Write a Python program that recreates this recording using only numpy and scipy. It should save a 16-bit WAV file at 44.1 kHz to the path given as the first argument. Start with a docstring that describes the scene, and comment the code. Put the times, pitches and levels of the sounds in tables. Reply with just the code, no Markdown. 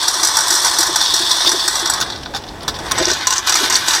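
"""A workshop bench, close up: a steel spring-rewind hose reel is pulled twice.
Spring and hose scrape on the drum and loose parts knock, ringing the casing and flanges.
The rubbed rim sings, the drum thumps hollowly, and the rubber hose hisses, ticks, squeaks and rustles.
Between the pulls the ratchet pawl clicks over the hall's ventilation rumble."""
import sys
import numpy as np
from scipy import signal
from scipy.fft import rfft, irfft
from scipy.io import wavfile

SR = 44100
rng = np.random.default_rng(int(sys.argv[2]) if len(sys.argv) > 2 else 0)


def transcribe(u):
    """Save the signal u as a 16-bit wav file named by the first command-line argument.

    u: samples, shape (n,) or (channels, n), limited to [-1, 1]; the rate is SR.
    q: integer samples, one column per channel.
    """
    v = np.clip(np.atleast_2d(u).T, -1, 1)
    q = np.round(v * 32767).astype(np.int16)
    wavfile.write(sys.argv[1], SR, q)


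N = 176400
T = np.arange(N) / SR

# drag per pull: t/s, low/dB, mid/dB, treble/dB (before the band gains)
FIRST_DRAG = [(0.0, -23, -14, -26.5), (0.13, -25, -20.5, -26), (0.46, -23, -17.5, -23),
              (0.66, -23.5, -17, -20), (0.83, -23.5, -19, -26.5), (1.12, -26.5, -16, -26.5),
              (1.4, -25.5, -17, -26.5), (1.82, -25, -20, -27), (1.88, -25, -21, -42),
              (2.0, -25.5, -24, -36), (2.11, -33, -28.5, -45.5), (2.29, -44.5, -43, -55),
              (2.43, -40.5, -38, -51), (2.7, -35, -48, -49.5), (2.82, -32, -33, -42.5),
              (2.88, -27.5, -36, -37)]
SECOND_DRAG = [(2.88, -34, -29.5, -37), (2.93, -23.5, -30, -38), (2.975, -25, -22, -28),
               (3.0, -21.5, -19, -26), (3.11, -27, -20, -24), (3.16, -26, -23.5, -31),
               (3.235, -24.5, -23, -32), (3.29, -29.5, -26, -42), (3.39, -23.5, -23, -16),
               (3.417, -31.5, -33, -40), (3.462, -22.5, -23, -28), (3.478, -17.5, -11.5, -12.5),
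               (3.515, -22.5, -21, -34), (3.59, -20, -17.5, -19), (3.65, -19, -14, -17),
               (3.685, -23.5, -21.5, -30), (3.765, -19, -18.5, -14), (3.79, -24, -21, -26),
               (3.84, -23, -21, -29), (3.89, -21.5, -19, -18), (3.96, -19, -19.5, -14),
               (4, -24.5, -19, -24)]
# reel spectrum per pull: f/Hz, level/dB
FIRST_SPECTRUM = [(250, -26), (520, -18), (680, -4), (880, -2.5), (1200, -2.5), (1600, -4), (1900, -3),
                  (2200, -14.5), (2650, -18), (3100, -8), (3480, 6), (4600, -0.5), (5700, -5), (6800, -10),
                  (8300, -8), (10000, -15), (11200, -22), (14500, -22), (16000, -46)]
SECOND_SPECTRUM = [(250, -26), (500, -16), (680, -4.5), (1000, -0.5), (1550, -0.5), (2150, -1),
                   (2550, -7.5), (3200, 2), (3800, 10), (5300, -0.5), (6400, 2.5), (7300, -3), (8200, -4),
                   (9300, -14), (11500, -20.5), (14000, -17), (16000, -36)]
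FIRST_GAINS_DB, SECOND_GAINS_DB = (0.5, -3.5, 1), (-0.5, -3, -5.5)
SECOND_PULL_S = 2.88


def reel():
    """Scraping and knocks drive the steel; the drag also stirs the drum and makes the rim sing."""
    second = T >= SECOND_PULL_S
    drag = np.where(second, drag_bands(SECOND_DRAG, SECOND_GAINS_DB),
                    drag_bands(FIRST_DRAG, FIRST_GAINS_DB))
    scrape = scraping(drag)
    blows = knocks()
    out = drum_drag(drag[0]) + rim(drag[1])
    for pull, spectrum in ((~second, FIRST_SPECTRUM), (second, SECOND_SPECTRUM)):
        out += steel(scrape * pull, spectrum, flange_db=-11, case_db=-0.95, case_t60_s=0.048, spots=3)
        out += steel(blows * pull, spectrum, flange_db=-8.5, case_db=-1, case_t60_s=0.036, spots=2)
    return out


def drag_bands(table, gains_db):
    """Drag amplitude in the low, mid and treble bands."""
    times, *levels = np.array(table).T
    return np.array([amp(np.interp(T, times, db) + gain) for db, gain in zip(levels, gains_db)])


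FLUTTER_DB, FLUTTER_PER_S = 1.17, 140


def scraping(drag, crackle_per_s=60, crackle_db=-8.5, crackle_fall_s=0.00084):
    """Friction force: dense grains, with brief spikes of grip above the steady drag."""
    friction = drag * grains(per_s=5000, spread_db=3.5)
    spikes = through(grains(crackle_per_s, spread_db=3.5) ** 2, np.exp(-T[:512] / crackle_fall_s))
    power = 1 + amp(crackle_db) ** 2 * spikes / spikes.mean()
    crackle = np.sqrt(power / power.mean())
    return friction * crackle * amp(FLUTTER_DB * wander(FLUTTER_PER_S))


# loose-part knocks: t/s, mid/dB, low/dB, treble/dB (before the band gains)
KNOCK_HITS = [(0.029, -7, -22, -20), (0.08, -3, -22, -11), (0.138, -11, -29, -18.5),
              (0.2299, 1, -15.5, -12), (0.2472, -17, -20, -11), (0.269, -10, -21, -14.5),
              (0.2834, -12, -17.5, -18), (0.3675, -5, -9.5, -12), (0.3855, -8, -13.5, -18),
              (0.405, -16, -28, -16), (0.48, -19, -31, -15.5), (0.504, -8, -15, -11.5),
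              (0.524, -17, -22.5, -14), (0.5386, -14, -25, -17), (0.549, -14, -21, -17),
              (0.561, -12, -22, -19.5), (0.6453, -14, -13, -12.5), (0.6666, -6, -16.5, -18),
              (0.7852, -16, -14.5, -9.5), (0.8045, -10, -27, -11.5), (0.828, -5, -17, -13.5),
              (0.8646, -19, -17, -19), (0.9573, 0, -14, -13), (1.0107, 3, -18.5, -17.5),
              (1.0236, -3, -25, -21), (1.138, 4.5, -22, -12), (1.1608, -7, -23, -20),
              (1.1894, -1, -18.5, -22), (1.3115, 3, -21, -15), (1.4162, 2.5, -49, -39),
              (1.471, 2, -33, -18), (1.4904, -11, -19, -15.5), (1.515, -12, -13, -14),
              (1.6774, -2, -13.5, -12.5), (1.7527, -2, -20, -19.5), (1.7926, -5, -41, -23),
              (1.856, 1, -20, -19.5), (1.872, -3, -36, -23), (1.897, -21, -15, -13),
              (1.935, -3.5, -18.5, -18), (2.0994, -6, -21, -35), (2.121, -6, -29, -40),
              (2.257, -11, -28, -58), (2.787, -12.5, -24, -35.5), (2.982, -4, -15.5, -22),
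              (3.024, -3, -19, -25), (3.08, -8, -15.5, -20.5), (3.1006, 3.5, -17.5, -19),
              (3.131, -14, -41, -21), (3.269, 0.5, -14, -13), (3.304, -4, -19, -16),
              (3.324, -1, -16.5, -18.5), (3.3575, -11, -16.5, -21), (3.4928, -4, -15, -11.5),
              (3.5217, 2, -14.5, -16.5), (3.553, 1, -13.5, -13), (3.698, -9, -22, -14),
              (3.7232, -3, -17, -16), (3.7525, 7, -28, -15), (3.8809, 2, -14.5, -14), (3.906, 2, -18, -22),
              (3.9356, 3, -21, -29), (3.949, -5, -27, -20)]
KNOCK_GAINS_DB = (-2.5, -17.5, 1.5)  # low, mid, treble


def knocks():
    """Force of loose parts: a brief chatter of contacts, then a weaker rattle."""
    power = np.zeros((3, N))
    for start, mid, low, treble in KNOCK_HITS:
        chatter = burst(start, hold_s=0.0031, fall_s=0.0042)
        rattle = 0.29 * burst(start, hold_s=0, fall_s=0.044)
        envelope = (chatter + rattle) * attack(start, rise_s=0.0017)
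        gains = amp(np.array([low, mid, treble]) + KNOCK_GAINS_DB)
        power += (gains[:, None] * envelope) ** 2
    return np.sqrt(power) * grains(per_s=9000, spread_db=3.5)


# steel flange modes: f/Hz, level/dB, t60/s
FLANGE_MODES = [(894, -0.5, 0.037), (1022, -2, 0.067), (1505, -1, 0.049), (3543, -4, 0.026),
                (3780, -10.5, 0.021), (4515, -6, 0.16), (4530, -20, 0.36), (5170, -9, 0.34),
                (5730, 3.5, 0.017), (5800, -3, 0.16), (5800, -10, 0.062), (6040, -7, 0.058),
                (7840, -6, 0.23), (7730, -5, 0.15)]
LOW_EDGE_HZ, HIGH_EDGE_HZ = 2476, 5510


def steel(forces, spectrum, flange_db, case_db, case_t60_s, spots):
    """Three force bands ring casing and flanges; the contact roams over spots that each ring differently."""
    case_decay = decay(case_t60_s)
    tint = colour(spectrum)
    flange = amp(flange_db) * ring(FLANGE_MODES)
    bands = [(LOW_EDGE_HZ, "low"), ([LOW_EDGE_HZ, HIGH_EDGE_HZ], "band"), (HIGH_EDGE_HZ, "high")]
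    filters = [signal.butter(4, edge, kind, fs=SR, output="sos") for edge, kind in bands]
    contact = np.argmax([wander(per_s=14) for _ in range(spots)], axis=0)
    out = np.zeros(N)
    for spot in range(spots):
        body = flange + amp(case_db) * unit(case_decay * rng.standard_normal(len(case_decay)))
        body[0] += 1  # direct sound
        body = signal.fftconvolve(body, tint)
        for force, sos in zip(forces, filters):
            out += through(force * (contact == spot), unit(signal.sosfilt(sos, body)))
    return out


# rim modes: f/Hz, level/dB, t60/s
RIM_MODES = [(3436, -4, 0.063), (3533, 3, 0.054), (3690, -1, 0.096), (4170, -8, 0.043), (4520, 1.5, 0.049),
             (4730, -4, 0.076), (5090, -3, .09)]
# rim drive: t/s, level/dB re drag
RIM_DRIVE = [(0, -9), (.3, -10), (.9, -10), (1.05, 0), (1.43, -3.5), (1.478, 8.5), (1.505, -7), (1.62, 0),
             (1.75, -19), (2.6, -24), (4, -23)]


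def rim(drag, swell_db=3, waver_s=0.00023):
    """The rubbed rim sings, swelling and wavering in pitch as the hose shifts on it."""
    level = amp(curve(RIM_DRIVE) + swell_db * wander(per_s=30))
    song = through(drag * level * grains(per_s=810, spread_db=3.5), ring(RIM_MODES))
    return np.interp(T + waver_s * wander(per_s=30), T, song)


# ringing parts: t/s, f/Hz, level/dB, t60/s
STEEL_PINGS = [(.231, 5760, -14, 0.15), (.37, 890, -17, 0.096), (.649, 940, -16.5, 0.11),
               (.792, 888, -17.5, 0.09), (2.347, 800, -19, 0.11), (.807, 5740, -19, .07),
               (1.138, 5910, -15, .08), (1.163, 5730, -12, .07), (1.492, 5750, -12, 0.11),
               (1.68, 7800, -16, 0.11), (1.757, 7900, -17, 0.058), (1.9, 7920, -8.5, 0.058),
               (2.915, 1056, -13, 0.1), (2.916, 5750, -14, 0.055), (2.916, 8500, -21, 0.049),
               (2.984, 7890, -12, 0.069), (3.271, 1022, -16, 0.26), (3.304, 1058, -18.5, 0.25),
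               (3.101, 1570, -16.5, 0.067), (3.7, 1027, -13, 0.071)]


def pings():
    """Single steel modes ring on after hard blows."""
    return sum(amp(db) * burst(start, 0, t60 / np.log(1000)) * np.sin(2 * np.pi * hz * (T - start))
               for start, hz, db, t60 in STEEL_PINGS)


# hollow drum modes, lower pair then upper pair: f/Hz, level/dB, t60/s
DRUM_MODES = [(326.3, -5.5, 0.24), (351, 6, 0.053), (521, 4, 0.034), (647.6, 6.5, 0.035)]
# shoves on the drum: t/s, level/dB, hold/s, upper pair offset/dB
DRUM_SHOVES = [(0.16, -40.5, 0.071, -11), (0.22, -39, 0.034, -17), (0.448, -35, 0.012, -13),
               (0.503, -36, 0.037, -17), (0.638, -48, 0.036, 6), (0.791, -27, 0.009, -9),
               (0.882, -33.5, 0.044, -12), (1.125, -26.5, 0.0085, -9), (1.199, -35, 0.047, -10.5),
               (1.446, -33.5, 0.052, -8.5), (1.516, -32, 0.055, -7.5), (1.644, -36, 0.05, -20),
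               (1.821, -31, 0.027, -14), (2.985, -28.5, 0.029, -1), (3.006, -22, 0.023, -6.5),
               (3.065, -27, 0.057, -7.5), (3.6, -29, 0.049, -10), (3.665, -34.5, 0.034, -6),
               (3.876, -32.5, 0.014, -11)]


def thumps(wobble_rad=1.23):
    """Soft shoves of the hose swell the drum's modes, which wobble in pitch."""
    lower, upper = sum(
        amp([[db], [db + upper_db]]) * burst(start, hold, fall_s=0.0084) * attack(start, rise_s=0.0079)
        for start, db, hold, upper_db in DRUM_SHOVES)
    tones = [amp(db) * np.sin(2 * np.pi * hz * T + wobble_rad * wander(per_s=70))
             for hz, db, _ in DRUM_MODES]
    roughness = 1 + 0.43 * wander(per_s=200)
    return (lower * sum(tones[:2]) + upper * sum(tones[2:])) * roughness


def drum_drag(drag, gain_db=-17):
    """Friction noise stirs the drum's two lowest modes."""
    return amp(gain_db) * through(drag * rng.standard_normal(N), ring(DRUM_MODES[:2]))


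# pawl drops: t/s, level/dB, chatter/s, fall/s, low offset/dB, treble offset/dB
PAWL_DROPS = [(2.003, -20.5, .002, .004, -4, 1), (2.0107, -16, .002, 0.0057, 0, -0.5),
              (2.023, -16.5, 0.0063, 0.0055, -4.5, -10), (2.336, -28.5, .0043, 0.0056, 1, -16),
              (2.3468, -20, 0.005, 0.0074, -8, -12), (2.36, -26, 0.0094, 0.011, -2, -6),
              (2.6788, -15, 0.0029, 0.012, -3, -5), (2.9112, -18.5, .002, .003, 2, 1),
              (2.9168, -14.5, 0.0028, 0.0017, -0.5, 1)]
# pawl spectrum: f/Hz, level/dB
PAWL_SPECTRUM = [(300, -13), (900, 1), (1600, 10.5), (2500, -8.5), (3500, 10.5), (6000, 1.5), (7200, -0.5),
                 (10000, -8), (15500, -14)]


def pawl():
    """The pawl snaps onto a ratchet tooth and chatters there."""
    envelope = sum(amp([[db + low], [db], [db + treble]]) * burst(start, hold, fall)
                   for start, db, hold, fall, low, treble in PAWL_DROPS)
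    force = envelope * grains(per_s=5000, spread_db=2.5)
    return steel(force, PAWL_SPECTRUM, flange_db=-9, case_db=-1, case_t60_s=0.023, spots=2)


# hose hiss spectrum: f/Hz, level/dB
SLIDE_SPECTRUM = [(5000, -30), (8000, 1), (9500, 1.5), (11500, -0.5), (14000, -6), (16000, -21)]
# hose hiss envelope: t/s, level/dB
SLIDE_ENVELOPE = [(2.88, -45), (3.0, -41.5), (3.4, -51), (3.46, -44), (3.475, -27), (3.515, -42),
                  (3.555, -27), (3.58, -32), (3.645, -29), (3.69, -39), (3.77, -31), (3.83, -39.5),
                  (3.89, -28), (4, -38)]


def slide():
    """Rubber slides through the guide with a gritty hiss in the second pull."""
    level = amp(curve(SLIDE_ENVELOPE) + FLUTTER_DB * wander(FLUTTER_PER_S)) * (T >= SECOND_PULL_S)
    return through(level * grains(per_s=3600, spread_db=5.0), colour(SLIDE_SPECTRUM))


# hose releases: t/s, level/dB, centre f/Hz
HOSE_TICKS = [(1.06, -9, 4400), (1.254, -20, 5870), (1.293, -27, 4970), (2.632, -34, 9500),
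              (3.054, -9, 5900), (3.114, -7, 5700), (3.271, -8, 6550), (3.336, -8.5, 6100),
              (3.369, -18, 6460), (3.381, -9, 6230), (3.542, -10, 5500), (3.571, -12, 5800),
              (3.743, -13, 5900), (3.764, -12, 7600)]


def ticks(relative_width=0.26):
    """The hose sticks and lets go with a dry, band-limited tick."""
    out = np.zeros(N)
    contacts = grains(per_s=19000, spread_db=0.5)
    for start, db, hz in HOSE_TICKS:
        resonance = np.exp(-np.pi * relative_width * hz * T[:256]) * np.sin(2 * np.pi * hz * T[:256])
        band = unit(np.convolve(resonance, np.diff(resonance)))
        out += amp(db) * through(contacts * burst(start, hold_s=0.00098, fall_s=0.0028), band)
    return out


def squeaks(per_s=85, until_s=2.3, centre_hz=8930, width_s=0.00085, draws=400):
    """Rubber slips in tiny gliding chirps that follow the first pull's treble drag."""
    out = np.zeros(N + 512)
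    t = (np.arange(512) - 256) / SR
    starts = np.cumsum(rng.exponential(1, draws) / per_s)
    for start, (pitch, size, glide) in zip(starts, rng.standard_normal((draws, 3))):
        if start < until_s:
            hz = centre_hz * np.exp(0.071 * pitch)
            phase = 2 * np.pi * hz * t * (1 + 0.06 * glide * t / (4 * width_s))
            envelope = amp(0.5 + 4.6 * size) * np.exp(-(t / width_s) ** 2)
            first = int(start * SR)
            out[first:first + len(t)] += envelope * np.sin(phase)
    return out[:N] * drag_bands(FIRST_DRAG, FIRST_GAINS_DB)[2]


# hose shifts: t/s, level/dB, hold/s
HOSE_SHIFTS = [(2.159, -25.5, 0.0045), (2.182, -35, .008), (2.2318, -24, 0.003), (2.253, -30, .007),
               (2.436, -31, 0.0061), (2.476, -38, .006), (2.485, -30, 0.0066), (2.606, -34, .005),
               (2.619, -33, .006), (2.628, -31.5, 0.011), (2.739, -29, 0.031), (2.798, -32, .005),
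               (2.86, -28, 0.0081), (3.206, -27, 0.0059)]
# rustle spectrum: f/Hz, level/dB
RUSTLE_SPECTRUM = [(1000, -25), (2600, -7.5), (3500, 0), (5200, 0), (6500, -19), (10000, -24), (16000, -30)]


def rustles(flange_db=-9):
    """The hose shifts on the drum in soft rubs that faintly ring the flanges."""
    level = sum(amp(db) * burst(start, hold, fall_s=0.0035) * attack(start, rise_s=0.002)
                for start, db, hold in HOSE_SHIFTS)
    body = amp(flange_db) * ring(FLANGE_MODES)
    body[0] += 1  # direct sound
    body = unit(signal.fftconvolve(body, colour(RUSTLE_SPECTRUM)))
    return through(level * rng.standard_normal(N), body)


# room rumble spectrum: f/Hz, level/dB
RUMBLE_SPECTRUM = [(18, -17), (30, -7), (55, 2), (85, 0), (125, -3), (200, -7.5), (330, -4), (480, -8),
                   (850, -6.5), (1200, -22.5), (2400, -21.5), (5000, -27), (9000, -36.5), (16000, -43)]
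# recorder gain on the room rumble: t/s, level/dB
RUMBLE_GAIN = [(0, -43.5), (.55, -42.5), (.65, -36.5), (.9, -39.5), (1.6, -42), (2.0, -31.5), (2.25, -31),
               (2.65, -30), (2.95, -29), (3.15, -35), (3.5, -40.5), (4, -36)]


def room_rumble(drift_db=1.2):
    """Ventilation noise; a set gain curve ducks it under the reel and brings it up in the pause."""
    air = through(rng.standard_normal(N), colour(RUMBLE_SPECTRUM, size=8192))
    return air * amp(curve(RUMBLE_GAIN) + drift_db * wander(per_s=7.38))


def amp(db):
    return 10 ** (np.asarray(db) / 20)


def unit(x):
    """Scale to unit energy."""
    return x / np.sqrt(np.sum(x ** 2))


def through(x, response):
    return signal.oaconvolve(x, response)[:N]


def curve(points):
    return np.interp(T, *np.array(points).T)


def colour(spectrum, size=2048):
    """Minimum-phase response with the given spectrum."""
    hz, db = np.array(spectrum).T
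    f = np.maximum(np.fft.rfftfreq(size, 1 / SR), 1)
    magnitude = amp(np.interp(np.log(f), np.log(hz), db))
    cepstrum = irfft(np.log(magnitude))
    cepstrum[1:size // 2] *= 2
    cepstrum[size // 2 + 1:] = 0
    return unit(irfft(np.exp(rfft(cepstrum))))


def decay(t60_s):
    """Exponential decay, 0.25 s long."""
    return np.exp(-np.log(1000) * T[:SR // 4] / t60_s)


def ring(modes):
    """Sum of decaying modes."""
    t = T[:SR // 4]
    return unit(sum(amp(db) * unit(decay(t60) * np.cos(2 * np.pi * hz * t)) for hz, db, t60 in modes))


def wander(per_s):
    """Random drift, standard deviation 1."""
    points = rng.standard_normal(4096)
    drift = np.interp(T * per_s, np.arange(len(points)), points)
    return drift / drift.std()


def grains(per_s, spread_db):
    """Tiny contacts of uneven size, rms 1."""
    impulses = (rng.random(N) < per_s / SR) * np.sign(rng.standard_normal(N))
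    impulses *= amp(spread_db * np.clip(rng.standard_normal(N), -2, 2))
    return impulses / impulses.std()


def attack(start_s, rise_s):
    return np.clip((T - start_s) / rise_s, 0, 1)


def burst(start_s, hold_s, fall_s):
    """Instant onset, hold, exponential release."""
    out = np.zeros(N)
    span = slice(int(start_s * SR), int((start_s + hold_s + 10 * fall_s) * SR))
    out[span] = np.exp(-np.maximum(T[span] - start_s - hold_s, 0) / fall_s)
    return out


def scene():
    """Mono mix."""
    mix = reel() + slide() + ticks() + rustles() + pings() + squeaks() + pawl() + thumps()
    return (mix + room_rumble())[None]


def record(dry, top_hz=16000):
    """Soft peak limiting, then a steep low-pass."""
    rounded = dry / (1 + dry ** 8) ** .125
    return signal.sosfilt(signal.ellip(10, .2, 70, top_hz, fs=SR, output="sos"), rounded)


dry = scene()
out = record(dry)
transcribe(out)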